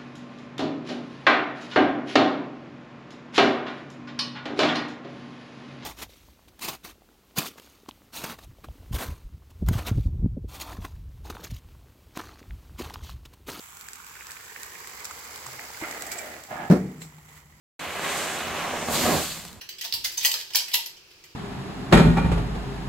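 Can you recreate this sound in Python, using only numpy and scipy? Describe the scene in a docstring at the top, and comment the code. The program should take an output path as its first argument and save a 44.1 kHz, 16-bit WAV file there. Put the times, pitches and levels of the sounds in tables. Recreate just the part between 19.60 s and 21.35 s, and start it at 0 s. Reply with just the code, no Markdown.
"""Sharp clatters of nunchucks, swung in a small, live room a few steps from a stereo microphone pair.
Each time the chain snaps taut or goes slack, its steel links clack and knock the two hard handles,
which ring briefly. Loose links jingle faintly between the snaps and the moving player makes a few
soft thuds. Behind it all lies the room tone, a steady hiss with a fan-like hum."""
import sys
import numpy as np
from scipy import signal
from scipy.fft import rfft, irfft, next_fast_len
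from scipy.io import wavfile

SR = 44100
rng = np.random.default_rng(int(sys.argv[2]) if len(sys.argv) > 2 else 0)


def put_to_file(sound):
    """Save the sound as 16-bit audio at rate SR, in the file named by the first command-line argument."""
    columns = np.atleast_2d(sound).T  # one column per channel
    safe = np.clip(columns, -1, 1)
    whole_steps = np.round(safe * 32767)
    wavfile.write(sys.argv[1], SR, whole_steps.astype(np.int16))


N = 77175

# Steady hiss of the room: freq_hz, level_db
HISS_SPECTRUM = [(20, -7.5), (45, -5.5), (105, -4), (170, -5), (250, -13), (400, -2.5), (600, -12),
                 (1000, -10), (2000, -9.5), (2600, -2.5), (3500, -9), (5000, -5), (9000, -21.5),
                 (16000, -20)]
# Decay of the room's tail: freq_hz, t60_s
ROOM_DECAY = [(150, 0.48), (1000, 0.39), (2500, 0.39), (5000, 0.38), (9000, 0.35), (15000, 0.19)]
# Likeness of diffuse sound at the two microphones: freq_hz, correlation
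DIFFUSE_LIKENESS = [(50, 0.93), (150, 0.59), (300, 0.93), (700, 0.54), (2000, 0.034), (5000, 0.07),
                    (15000, -0.0076)]
# Direct sound against the room: freq_hz, level_db
DIRECT_SPECTRUM = [(1000, -6), (4500, -3.5), (8000, -2), (14000, -12)]
# Stereo position of the direct sound: freq_hz, left_minus_right_db
DIRECT_BALANCE = [(500, -0.5), (2000, -4), (4500, -4.5), (6500, -7), (9000, 11), (15000, 12.5)]
# Unequal colour of the microphones: freq_hz, left_minus_right_db
MIC_BALANCE = [(50, 1), (120, -2.5), (280, 0.5), (550, -0.5), (1000, 0.5), (2200, 1), (4400, -3),
               (6300, -2), (8300, 2), (15000, 4)]
# The player's shifts of weight: start_s, level_db
THUD_EVENTS = [(.335, -53.5), (0.373, -51), (0.428, -54.5), (.61, -61)]
# Low body of a thud: freq_hz, level_db
THUD_SPECTRUM = [(25, -22), (65, -1), (105, 4.5), (200, -7.5), (400, -17.5), (1500, -68)]
# Clack of link on link: freq_hz, level_db
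CLACK_SPECTRUM = [(100, -68.5), (500, -27.5), (1400, -29.5), (2300, -11.5), (3000, -2), (3800, -2),
                  (4900, 2), (5700, -2), (6300, -2.5), (7000, -8.5), (7700, -8), (9000, -19.5),
                  (16000, -21)]
# Bright tick of the links: freq_hz, level_db
TICK_SPECTRUM = [(300, -34.5), (1500, -40), (5000, -3.5), (7700, 0.5), (9200, -7.5), (10500, -2),
                 (12200, 2.5), (14000, -2), (15600, -0.5)]
# Dull knock on a handle: freq_hz, level_db
KNOCK_SPECTRUM = [(50, -30), (200, -18), (400, -19.5), (650, -5.5), (900, 3), (1300, -2), (1900, 12.5),
                  (3000, 17), (6000, 8.5), (12000, -51.5)]
# Modes of the handles and their steel fittings: pitch_hz, level_db, t60_s
HANDLE_MODES = [(918, 0, .1), (1952, 0, .06), (2745, -1, .06), (2990, -2, .04), (3190, 1, .06),
                (3435, -4, .045), (3950, -1, .05), (4115, -2, .05), (4260, 0, .06), (4570, -1, .05),
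                (4800, -1, .05), (5960, -4, .06), (6185, 0, .055), (7590, -3, .05), (11300, -8, .03),
                (12000, -4, .003), (12400, -3, .004), (13000, -4, .003)]
# Hard contacts that leave the handles ringing: start_s, level_db, centre_hz, spread_octaves
RING_EVENTS = [(.212, -36.5, 2360, 0.29), (0.337, -26, 4680, 0.06), (0.342, -40.5, 920, 0.3),
               (0.442, -46, 6000, 0.15), (0.577, -20.5, 6330, 0.3), (.579, -41.5, 910, 0.47),
               (.647, -21.5, 2000, .1), (0.649, -20, 3250, 0.1), (.655, -38.5, 920, 0.24),
               (0.658, -21, 7120, 0.18), (0.7135, -25, 7260, 0.19), (.954, -26, 4760, 0.17),
               (1.139, -31.5, 920, .25), (1.142, -28, 1950, .15), (1.141, -24, 2720, .07),
               (1.142, -22, 4100, 0.16), (1.141, -24.5, 11200, 0.064), (1.2602, -32.5, 13000, 0.11)]
# Chain snaps: start_s, length_s, clack_db, tick_over_clack_db, knock_over_clack_db,
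# knock_tilt_db_per_octave, direct_db (higher as the handles turn toward the microphones)
CLATTER_EVENTS = [(.010, 0.0046, -39.5, -6, -3, -7.5, -9), (0.089, 0.0064, -33, -9.5, -7.5, 0, -3),
                  (0.184, 0.0021, -41, -8, -4.5, 6, -2), (0.21, 0.0048, -29.5, -5.5, -8.5, 3, -6.5),
                  (0.238, 0.017, -31.5, -3.5, -5.5, -5.5, 2.5), (0.3252, 0.0011, -30, -7, -12, 12, 4),
                  (0.3375, 0.0028, -27.5, -1.5, -13, 3, 2), (0.4419, 0.012, -23.5, -5, -7.5, 1, 2.5),
                  (0.451, 0.0092, -27.5, -9, -4, 0, 3.5), (0.517, 0.095, -36.5, -2, -7.5, 0, -10),
                  (0.573, 0.0054, -28.5, -2, -12, 1, -5), (0.605, 0.01, -29.5, -11.5, -8.5, 2.5, -1.5),
                  (0.631, 0.038, -28, -0.5, -4, 2.5, 5), (0.649, 0.001, -20.5, -5.5, -7, 1.5, 2),
                  (.654, 0.005, -19.5, -0.5, -7.5, -0.5, 3), (0.716, 0.0019, -28.5, -2.5, -19.5, 0, 4.5),
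                  (0.7395, 0.0021, -26, -7, -6.5, -6, 2.5), (0.788, 0.032, -35, -5.5, -7, 3, 8),
                  (0.904, 0.0066, -44, -10, -2, -7.5, 1), (0.933, 0.026, -36, -3, -10, 4, 3),
                  (0.948, 0.003, -23.5, -22, -5, -2, 0), (.9525, 0.013, -19, -1.5, -9, 1, 3.5),
                  (0.966, 0.028, -25.5, -38, -17, -7.5, 3.5), (1.082, 0.015, -40, 0.5, 2.5, -3.5, 1.5),
                  (1.114, 0.026, -36, -4, -3.5, 4.5, 4), (1.135, 0.0034, -23, -2.5, -16, -4.5, -7),
                  (1.1391, 0.014, -20.5, -1.5, -9, 2, 4), (1.2594, 0.0068, -36, -13, -8, -0.5, 2),
                  (1.366, 0.0096, -50, -18, -4, 5, 1), (1.502, 0.031, -56, -6, -1.5, 5, 5.5),
                  (1.6395, 0.0041, -45.5, -7, -2.5, 1, 1)]


def amp(db):
    """Decibels to gain."""
    return 10 ** (np.asarray(db) / 20)


def unit_rms(x):
    """Scale to rms 1."""
    return x / np.sqrt(np.mean(x ** 2) + 1e-20)


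def unit_hit(x):
    """Scale to the energy of 10 ms at rms 1."""
    return x * np.sqrt(.01 * SR / (np.sum(x ** 2) + 1e-20))


def curve_at(points, hz):
    """Read (freq_hz, value) points along a log frequency axis."""
    freqs, values = np.transpose(points)
    return np.interp(np.log(hz + 1), np.log(freqs + 1), values)


def filtered(x, response):
    """Apply a gain given as a function of frequency."""
    n = x.shape[-1]
    size = next_fast_len(n + 8192)
    return irfft(rfft(x, size) * response(np.fft.rfftfreq(size, 1 / SR)), size)[..., :n]


def coloured(x, spectrum, size=4096):
    """Apply a causal, minimum-phase filter with the given spectrum."""
    cepstrum = irfft(np.log(amp(curve_at(spectrum, np.fft.rfftfreq(size, 1 / SR)))))
    fold = np.r_[1, np.full(size // 2 - 1, 2), 1, np.zeros(size // 2 - 1)]
    impulse = irfft(np.exp(rfft(cepstrum * fold)))
    return signal.fftconvolve(x, impulse)[:len(x)]


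def panned(x, balance):
    """Set the left-right level difference by frequency."""
    return filtered(x, lambda hz: amp(np.outer([.5, -.5], curve_at(balance, hz))))


def add(out, start_s, x):
    """Mix x into out from start_s on."""
    i = max(0, round(start_s * SR))
    out[..., i:i + x.shape[-1]] += x[..., :N - i]


def diffuse_noise(n):
    """Noise from all sides: alike at both microphones in the bass, unrelated in the treble."""
    def mid_side_gains(hz):
        angle = np.arccos(np.clip(curve_at(DIFFUSE_LIKENESS, hz), -1, 1)) / 2
        return np.array([np.cos(angle), np.sin(angle)])
    mid, side = filtered(rng.standard_normal((2, n)), mid_side_gains)
    return np.array([mid + side, mid - side])


def in_room(x, direct_db=0, tail_db=1, walls_db=-1, walls_decay_s=.017, right_lag_s=.00004):
    """A source a few steps off: direct sound, wall reflections and a tail, new for each position."""
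    def direct_path(hz):
        lag = np.exp(np.outer([1, -1], 1j * np.pi * hz * right_lag_s))
        return amp(direct_db + curve_at(DIRECT_SPECTRUM, hz)) * lag
    n = SR // 2
    band_hz, frame_s, bands = signal.stft(diffuse_noise(n), SR, nperseg=256)
    decay = amp(-60 * frame_s / curve_at(ROOM_DECAY, band_hz)[:, None])
    tail = signal.istft(bands * decay, SR, nperseg=256)[1][:, :n]
    t = np.arange(n) / SR
    walls = diffuse_noise(n) * (rng.random(n) < .04) * np.exp(-t / walls_decay_s)  # sparse echoes
    room = sum(amp(db) * h * np.sqrt(2 / np.sum(h ** 2)) for db, h in [(tail_db, tail), (walls_db, walls)])
    heard = signal.fftconvolve(x[None], room, axes=1)
    heard[:, :len(x)] += filtered(panned(x, DIRECT_BALANCE), direct_path)
    return heard


def room_tone(hiss_db=-54.5, hum_db=-70, hum_hz=352, half_width_hz=16):
    """Steady hiss and a narrow, fan-like hum from all around the microphones."""
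    hiss = filtered(diffuse_noise(N), lambda hz: amp(curve_at(HISS_SPECTRUM, hz)))
    hum = filtered(diffuse_noise(N), lambda hz: 1 / (1 + ((hz - hum_hz) / half_width_hz) ** 2))
    return amp(hiss_db) * unit_rms(hiss) + amp(hum_db) * unit_rms(hum)


def player_thuds(decay_s=.005):
    """Soft low bumps as the player shifts weight."""
    out, t = np.zeros((2, N)), np.arange(SR // 5) / SR
    for start_s, level_db in THUD_EVENTS:
        force = rng.standard_normal(len(t)) * np.exp(-t / decay_s)
        thud = unit_hit(coloured(force, THUD_SPECTRUM))
        add(out, start_s, in_room(amp(level_db) * thud))
    return out


def link_jingle(start_s=.24, end_s=1.24, touches_per_s=600, level_db=-56, tick_db=-5, scatter_db=3):
    """Loose links touch at random while the handles fly."""
    t = np.arange(N) / SR
    swinging = (t > start_s) & (t < end_s)
    touching = swinging & (rng.random(N) < touches_per_s / SR)
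    force = touching * amp(scatter_db * rng.standard_normal(N))
    clack = unit_rms(coloured(force, CLACK_SPECTRUM))
    tick = unit_rms(coloured(force, TICK_SPECTRUM))
    return amp(level_db) * in_room(unit_rms(clack + amp(tick_db) * tick))[:, :N]


def handle_rings(scatter_db=.5, rise_s=.0008, blur_share=.01):
    """Handles and steel fittings ring; the point of contact picks which of their modes answer."""
    out, t = np.zeros((2, N)), np.arange(SR // 5) / SR
    hz, mode_db, t60_s = np.transpose(HANDLE_MODES)[:, :, None]
    for start_s, level_db, centre_hz, spread_octaves in RING_EVENTS:
        sizes = amp(mode_db + scatter_db * rng.standard_normal(hz.shape))
        sizes /= 1 + (np.log2(hz / centre_hz) / spread_octaves) ** 4
        # The rattling chain blurs each mode by a share of its frequency.
        wander = np.cumsum(rng.standard_normal((len(hz), len(t))), axis=1)
        blur = wander * np.sqrt(2 * np.pi * blur_share * hz / SR)
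        phase = 2 * np.pi * (hz * t + rng.random(hz.shape)) + blur
        modes = sizes * amp(-60 * t / t60_s) * np.sin(phase)
        ring = modes.sum(axis=0) * (1 - np.exp(-t / rise_s))
        add(out, start_s, amp(level_db) * unit_hit(in_room(ring, direct_db=7)))
    return out


def link_contacts(length_s, n, count=40, per_s=900, decay_s=.00063, scatter_db=8, first_db=3):
    """A firm first contact and a fading, uneven run of others as link after link pulls tight."""
    times_s = (np.arange(count) + rng.uniform(-.5, .45, count)) / per_s
    sizes = amp(scatter_db * rng.standard_normal(count)) * np.exp(-(times_s / length_s) ** 2)
    times_s[0], sizes[0] = 0, amp(first_db)
    hits = np.bincount((times_s * SR).astype(int), sizes, n)[:n]
    envelope = signal.lfilter([1], [1, -np.exp(-1 / (decay_s * SR))], hits)
    return envelope * rng.standard_normal(n)


def chain_clatters(tilt_above_hz=500):
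    """The chain snaps taut or goes slack: its links clack, tick and knock the handles."""
    out = np.zeros((2, N))
    for start_s, length_s, clack_db, tick_db, knock_db, tilt, direct_db in CLATTER_EVENTS:
        force = link_contacts(length_s, SR // 5)
        clack = unit_hit(coloured(force, CLACK_SPECTRUM))
        tick = unit_hit(coloured(force, TICK_SPECTRUM))
        tilted = [(hz, db + tilt * np.log2(max(hz, tilt_above_hz))) for hz, db in KNOCK_SPECTRUM]
        knock = unit_hit(coloured(force, tilted))
        clatter = amp(clack_db) * (clack + amp(tick_db) * tick + amp(knock_db) * knock)
        add(out, start_s, in_room(clatter, direct_db))
    return out


def scene():
    """The nunchucks, their player and the room, heard from the microphone position."""
    return chain_clatters() + handle_rings() + link_jingle() + player_thuds() + room_tone()


def record(dry):
    """Two microphones of unequal colour, with a steep cut at the top of the treble."""
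    cutoff_hz = 15800
    return filtered(panned(dry, MIC_BALANCE), lambda hz: 1 / np.sqrt(1 + (hz / cutoff_hz) ** 300))


dry = scene()
out = record(dry)
put_to_file(out)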